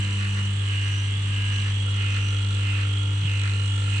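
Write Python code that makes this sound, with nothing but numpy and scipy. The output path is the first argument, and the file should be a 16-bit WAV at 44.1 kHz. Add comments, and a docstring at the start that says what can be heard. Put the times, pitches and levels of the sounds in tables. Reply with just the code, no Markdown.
"""A low, steady hum under a swelling whirr: a key cutting machine idling on a table, indoors, close up.
The motor hums at twice the mains frequency; its shaft scrapes, whines and knocks once a turn.
The drive belt tightens and slackens on each lap, so the whirr swells, rises and falls.
Loose parts rattle and a bearing rings thinly. Near the middle the stereo microphone moves
over the machine, and the tones of the whine change their balance."""
import sys
import numpy as np
from scipy import signal
from scipy.fft import rfft, irfft, next_fast_len
from scipy.io import wavfile
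from scipy.ndimage import map_coordinates

SR = 44100
rng = np.random.default_rng(int(sys.argv[2]) if len(sys.argv) > 2 else 0)


def digitize_waveform(pressure):
    """Quantize a signal to 16-bit integers and store it at the path in sys.argv[1].

    Rows of a 2-D input are taken as channels; values are limited to [-1, 1].
    """
    field = np.atleast_2d(pressure).T
    bounded = np.clip(field, -1, 1)
    quanta = np.round(bounded * 32767).astype(np.int16)
    wavfile.write(sys.argv[1], SR, quanta)


N = 176400

MAINS_HZ, SHAFT_HZ, SHAFT_ZERO_S = 49.98, 49.58, 2.893
BUMP_HZ, BUMP_WIDTH_HZ = 138.7, 34.5
RING_HZ, RING_WIDTH_HZ = 5950, 53
SWEEP_HALF_WIDTH_HZ, WHINE_WAVER_DB = 192, 2.5
MOVE_MIDDLE_S, MOVE_LENGTH_S, MIC_TOP_HZ = 1.76, 0.34, 10400

# Stereo balance at the microphone: f/Hz, left minus right/dB
MIC_BALANCE = [(100, 1.5), (450, -4.5), (900, -0.5), (1800, 2), (2150, 4.5), (2500, -8), (3300, -7),
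               (5000, -5), (6000, -7.5), (7500, -4.5), (8500, -16), (10000, -20)]
# Likeness of the two channels: f/Hz, correlation
MIC_LIKENESS = [(60, 0.26), (150, 0.92), (330, 0.35), (570, 0.041), (9000, 0)]

# Colour of each source from close by: f/Hz, relative level/dB
RUMBLE_SPECTRUM = [(20, -7.5), (60, -9), (135, 0.5), (190, -4.5), (280, -10), (480, -11), (660, -25.5),
                   (1200, -15), (5000, -47.5)]
HISS_SPECTRUM = [(1500, -3), (4300, 3.5), (4800, -7), (6400, -4), (7200, 3), (8000, 3.5), (8700, -4.5),
                 (9500, -14.5), (10300, -36)]
RATTLE_SPECTRUM = [(700, -37.5), (1000, -17), (1150, 2), (1240, -5), (1340, 2), (1480, -2), (1800, 6),
                   (1920, -2.5), (2060, 3.5), (2200, -8.5), (2500, -8.5), (3200, -20.5), (4000, -7.5),
                   (5000, -19), (9000, -41)]
TICK_SPECTRUM = [(2000, -30.5), (3300, 3), (3650, -11), (4030, 7), (4600, -15), (6300, -11.5), (7900, -4.5),
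                 (9000, -34.5), (11000, -65)]
KNOCK_SPECTRUM = [(300, -25), (480, 2.5), (680, -24.5), (1000, -22.5), (1250, -8.5), (1380, 12.5),
                  (1550, -20.5), (2200, -37), (3200, -26), (3700, -28), (8000, -61)]
CHATTER_SPECTRUM = [(2400, -34), (2900, -11.5), (3150, -0.5), (3300, 15.5), (3500, -12.5), (3800, -21.5),
                    (5000, -39)]
RASP_SPECTRUM = [(300, -36.5), (450, -12), (650, -26), (1150, -9.5), (1750, -3), (2250, -2.5), (2950, 4),
                 (3650, -9.5), (4300, -13.5), (5000, -18), (9000, -46)]
BUZZ_SPECTRUM = [(600, -23), (790, 1), (1000, -7), (1200, -1), (1700, 0), (2100, -8.5), (2600, -3.5),
                 (3400, -0.5), (4500, -34.5)]

# Rise and fall of each source: t/s, relative level/dB
HISS_LEVEL = [(0, -49), (3.2, -51.5), (4, -47.5)]
RING_LEVEL = [(0, -56.5), (.45, -51.5), (.55, -64.5), (.98, -45.5), (1.15, -62), (1.58, -49), (1.84, -58.5),
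              (2.3, -47), (2.4, -57.5), (4, -57.5)]
TICK_LEVEL = [(0, -51), (1.19, -67), (1.61, -49.5), (1.87, -58), (2.09, -51), (3.17, -55), (3.44, -47),
              (3.85, -54), (4, -48)]
KNOCK_LEVEL = [(0, -51), (1.78, -59), (1.88, -45.5), (2.5, -46.5), (3.12, -46), (3.22, -52.5), (3.32, -47),
               (4, -46)]
HUM_LEVEL = [(0.0, -22), (0.03, -25), (0.75, -24), (1.18, -24.5), (1.76, -23.5), (3.98, -23), (4.0, -24)]
FOURTH_HARMONIC_LEVEL = [(0, 7), (.5, 3), (.65, -4.5), (1.7, -0.5), (1.9, 0), (3.1, -1), (3.3, -3),
                         (4, -0.5)]

# Brief sounds of casing, loose parts and belt: t/s, relative level/dB, width (sigma)/s
CASING_BUMPS = [(1.237, -42, 0.061), (3.252, -31, 0.023)]
PART_RATTLES = [(.235, -40.5, 0.036), (.385, -40, .025), (.87, -41.5, 0.013), (1.525, -45.5, 0.016),
                (1.675, -41.5, 0.028), (2.17, -39, 0.014), (2.8, -41.5, 0.032), (3.47, -40, .035)]
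BELT_CHATTERS = [(1.12, -45, 0.03), (1.86, -37, 0.13), (2.38, -41.5, 0.07), (2.98, -39, 0.086),
                 (3.25, -36, .02), (3.74, -44, 0.057)]

# Belt tension, heard as the strength of its rasp: t/s, relative level/dB
BELT_TENSION = [(0, -41), (.58, -45.5), (.72, -39.5), (.88, -41), (1.02, -42.5), (1.24, -44.5),
                (1.34, -40.5), (1.6, -40.5), (1.9, -45.5), (2.02, -39.5), (2.18, -39.5), (2.28, -43),
                (2.53, -45), (2.67, -39.5), (2.82, -40.5), (2.88, -43), (3.16, -46.5), (3.3, -41),
                (3.48, -44), (3.8, -46), (3.96, -40)]
# Resonance of the scraping belt: t/s, f/Hz
BELT_RESONANCE = [(0, 2930), (.25, 2570), (.6, 3340), (.76, 2780), (.95, 2830), (1.22, 3400), (1.36, 2860),
                  (1.66, 2840), (1.78, 3180), (1.95, 3250), (2.04, 2780), (2.18, 2720), (2.4, 3100),
                  (2.55, 3370), (2.66, 2680), (2.82, 2710), (2.88, 3230), (3.22, 3330), (3.31, 2700),
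                  (3.46, 2490), (3.8, 3400), (3.96, 2660)]
# Whine: shaft multiple, left level/dB, right level/dB, dB per dB of tension, change as the mic moves/dB
WHINE_ORDERS = [(18, -59, -66.5, -0.5, 2), (20, -60, -58, 0, -4.5), (23, -60, -54, -0.15, 0.5),
                (25, -53, -56.5, -0.5, -10.5), (33, -45.5, -55, 1.5, -18), (36, -51.5, -54, -1.3, -5),
                (42, -56.5, -49.5, 1.2, 2.5), (51, -54, -59, 3, 6), (55, -52, -49, 2.5, 4),
                (58, -42, -36.5, 0, -2.5), (60, -49, -44.5, 3.4, -10)]
# Stator tones: mains multiple, relative level/dB, left minus right/dB
HUM_HARMONICS = [(1, -26, 4), (2, 0, 0.5), (3, -29, 1.5), (4, -21.5, -3), (6, -27.5, 2), (8, -40, -15),
                 (10, -41.5, 10)]


def amp(db):
    """Decibels to gain."""
    return 10 ** (np.asarray(db) / 20)


def unit(x):
    """Scale to rms 1."""
    return x / np.sqrt(np.mean(x ** 2) + 1e-20)


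def clock():
    """Time of each sample in seconds."""
    return np.arange(N) / SR


def along(points, hz):
    """Read (f/Hz, value) points on a log frequency axis."""
    f, v = np.transpose(points)
    return np.interp(np.log(hz + 1), np.log(f + 1), v)


def curve(rows):
    """Read (t/s, value) points at every sample."""
    return np.interp(clock(), *np.transpose(rows))


def swells(rows):
    """A bell-shaped swell of gain for each row."""
    return sum(amp(db) * np.exp(-.5 * ((clock() - s) / width) ** 2) for s, db, width in rows)


def wobble(rate):
    """A smooth random curve, rate knots a second."""
    return map_coordinates(rng.standard_normal(1024), [clock() * rate], mode="wrap")


def filtered(x, response):
    """Filter x by a gain given as a function of frequency."""
    size = next_fast_len(N + SR // 2)
    return irfft(rfft(x, size) * response(np.fft.rfftfreq(size, 1 / SR)), size)[..., :N]


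def noise():
    """Two unrelated white noises."""
    return rng.standard_normal((2, N))


def resonance(x, hz, width_hz):
    """x through one resonance, at rms 1."""
    return unit(filtered(x, lambda f: 1j * f * width_hz / (hz * hz - f * f + 1j * f * width_hz)))


def at_mic(pair, spectrum):
    """Colour two signals and spread them in stereo at rms 1: bass more alike, treble to the right."""
    def mid_side_gains(f):
        angle = np.arccos(np.clip(along(MIC_LIKENESS, f), -1, 1)) / 2
        return amp(along(spectrum, f)) * [np.cos(angle), np.sin(angle)]

    mid, side = filtered(pair, mid_side_gains)
    stereo = np.array([mid + side, mid - side])
    return unit(filtered(stereo, lambda f: amp(np.outer([1, -1], along(MIC_BALANCE, f)) / 2)))


def scrape(turns, drift, rough):
    """The same surface passes every turn: a repeating pattern that slowly changes, plus fresh noise."""
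    laps, size = 256, 2048
    start_phases = rng.uniform(0, 2 * np.pi, (2, 1, size // 8))
    phase_walk = np.cumsum(rng.standard_normal((2, laps, size // 8)), axis=1)
    surfaces = irfft(np.exp(1j * (start_phases + drift * phase_walk)), size).reshape(2, -1)
    place = (turns - np.floor(turns[0])) * size
    pattern = unit(np.array([np.interp(place, np.arange(laps * size), s) for s in surfaces]))
    return np.sqrt(1 - rough) * pattern + np.sqrt(2 * rough) * noise()


def each_turn(turns, attack_s, decay_s):
    """An envelope struck once a turn."""
    age = turns % 1 / SHAFT_HZ
    return (1 - np.exp(-age / attack_s)) * np.exp(-age / decay_s)


def tension_db():
    """How far the belt's tension lies above its mean."""
    tension = curve(BELT_TENSION)
    return tension - tension.mean()


def casing_rumble():
    """Casing and table rumble low behind everything, with a few dull bumps."""
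    boom = resonance(noise()[0], BUMP_HZ, BUMP_WIDTH_HZ)
    boom = resonance(boom, BUMP_HZ, 2 * BUMP_WIDTH_HZ)
    rumble = amp(-45.5 + wobble(3.72)) * at_mic(noise(), RUMBLE_SPECTRUM)
    return rumble + swells(CASING_BUMPS) * boom


def bearing():
    """The balls hiss unevenly and ring the race."""
    hiss = at_mic(noise() * amp(1.9 * wobble(230)), HISS_SPECTRUM)
    rolling = noise()[0] * amp(2.4 * wobble(60)) + 1.2 * noise()
    ring = resonance(rolling, RING_HZ, RING_WIDTH_HZ)
    return amp(curve(HISS_LEVEL) + 5) * hiss + amp(curve(RING_LEVEL)) * ring


def loose_parts(turns):
    """Loose metal parts rattle in short bouts, shaken by the tightening belt."""
    pulse = 1 + .5 * unit(each_turn(turns + 0.16, attack_s=.001, decay_s=.005))
    shake = scrape(turns, drift=0.25, rough=0.17) * pulse
    return amp(3.5) * swells(PART_RATTLES) * at_mic(shake, RATTLE_SPECTRUM)


def shaft_knocks(turns):
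    """Play in the shaft: every turn a sharp tick and a duller knock of the housing."""
    strike = each_turn(turns + 0.09, attack_s=0.00038, decay_s=0.0019)
    contact = scrape(turns, drift=0.21, rough=0.56) * strike * amp(2.3 * wobble(50))
    tick = at_mic(contact, TICK_SPECTRUM)
    impulses = np.diff(np.floor(turns), prepend=np.floor(turns[0]))
    blows = signal.hilbert(impulses * amp(2.2 * wobble(50)))
    knock = at_mic(np.array([blows.real, blows.imag]), KNOCK_SPECTRUM)  # left and right out of step
    return amp(curve(TICK_LEVEL) + 4.5) * tick + amp(curve(KNOCK_LEVEL) + 1.5) * knock


def belt_chatter(turns):
    """The slack belt chatters in bouts, one clack to a turn of the shaft."""
    clacks = scrape(turns, drift=0.21, rough=0.17) * each_turn(turns, attack_s=0.00086, decay_s=0.0043)
    return swells(BELT_CHATTERS) * at_mic(clacks, CHATTER_SPECTRUM)


def belt_sweep(turns):
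    """Right of centre, the belt scrapes in a resonance that rises and falls on every lap."""
    pulse = 1 + 0.36 * unit(each_turn(turns, attack_s=0.00098, decay_s=0.0048))
    rub = scrape(turns, drift=0.26, rough=0.52) * pulse
    hz, times, frames = signal.stft(rub, SR, nperseg=1024)
    centre_hz = np.interp(times, *np.transpose(BELT_RESONANCE))
    gain = 1 / (1 + ((hz[:, None] - centre_hz) / SWEEP_HALF_WIDTH_HZ) ** 2)
    band = unit(signal.istft(frames * gain, nperseg=1024)[1][:, :N])
    return band * amp(np.array([[-44], [-38]]) + .5 * tension_db())


def belt_rasp(turns):
    """Belt and pulley rub harder as the belt tightens."""
    pulse = 1 + 0.27 * unit(each_turn(turns, attack_s=.001, decay_s=0.0077))
    rub = scrape(turns, drift=0.15, rough=0.44) * pulse
    return amp(curve(BELT_TENSION) + 4.5) * at_mic(rub, RASP_SPECTRUM)


def shaft_whine(turns):
    """Shaft tones over the housing's steady buzz; belt tension and microphone position set their mix."""
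    mic_travel = np.clip((clock() - MOVE_MIDDLE_S) / MOVE_LENGTH_S + .5, 0, 1)
    out = amp(-50) * at_mic(scrape(turns, drift=0.05, rough=0.022), BUZZ_SPECTRUM)
    for order, left_db, right_db, follow, move_db in WHINE_ORDERS:
        level_db = np.array([[left_db], [right_db]]) + follow * tension_db() + move_db * mic_travel
        level_db += WHINE_WAVER_DB * wobble(9)
        phase = 2 * np.pi * (order * turns + rng.random())
        phase_waver = 0.29 * np.array([wobble(6), wobble(5)])
        out += amp(level_db) * np.sin(phase + phase_waver + np.array([[0], [1.2]]))  # right leads
    return out


def motor_hum():
    """The stator's magnetic hum: firm at twice the mains frequency, wavering in the other harmonics."""
    out = np.zeros((2, N))
    for order, db, pan_db in HUM_HARMONICS:
        level_db = db + 1.52 * wobble(2.6) * (order != 2)
        level_db += (order == 4) * curve(FOURTH_HARMONIC_LEVEL)
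        tone = np.sin(2 * np.pi * (order * MAINS_HZ * clock() + rng.random()))
        out += amp(level_db + np.array([[pan_db], [-pan_db]]) / 2) * tone
    return np.sqrt(2) * amp(curve(HUM_LEVEL)) * out


def scene():
    """The machine from close by; whine, belt, knocks and rattles follow one slightly unsteady shaft."""
    turns = SHAFT_HZ * (clock() - SHAFT_ZERO_S) + 0.005 * wobble(2.986)
    motor = motor_hum() + shaft_whine(turns)
    belt = belt_rasp(turns) + belt_sweep(turns) + belt_chatter(turns)
    return motor + belt + shaft_knocks(turns) + loose_parts(turns) + bearing() + casing_rumble()


def record(dry):
    """The microphone passes nothing above its band limit."""
    return filtered(dry, lambda hz: hz < MIC_TOP_HZ)


dry = scene()
out = record(dry)
digitize_waveform(out)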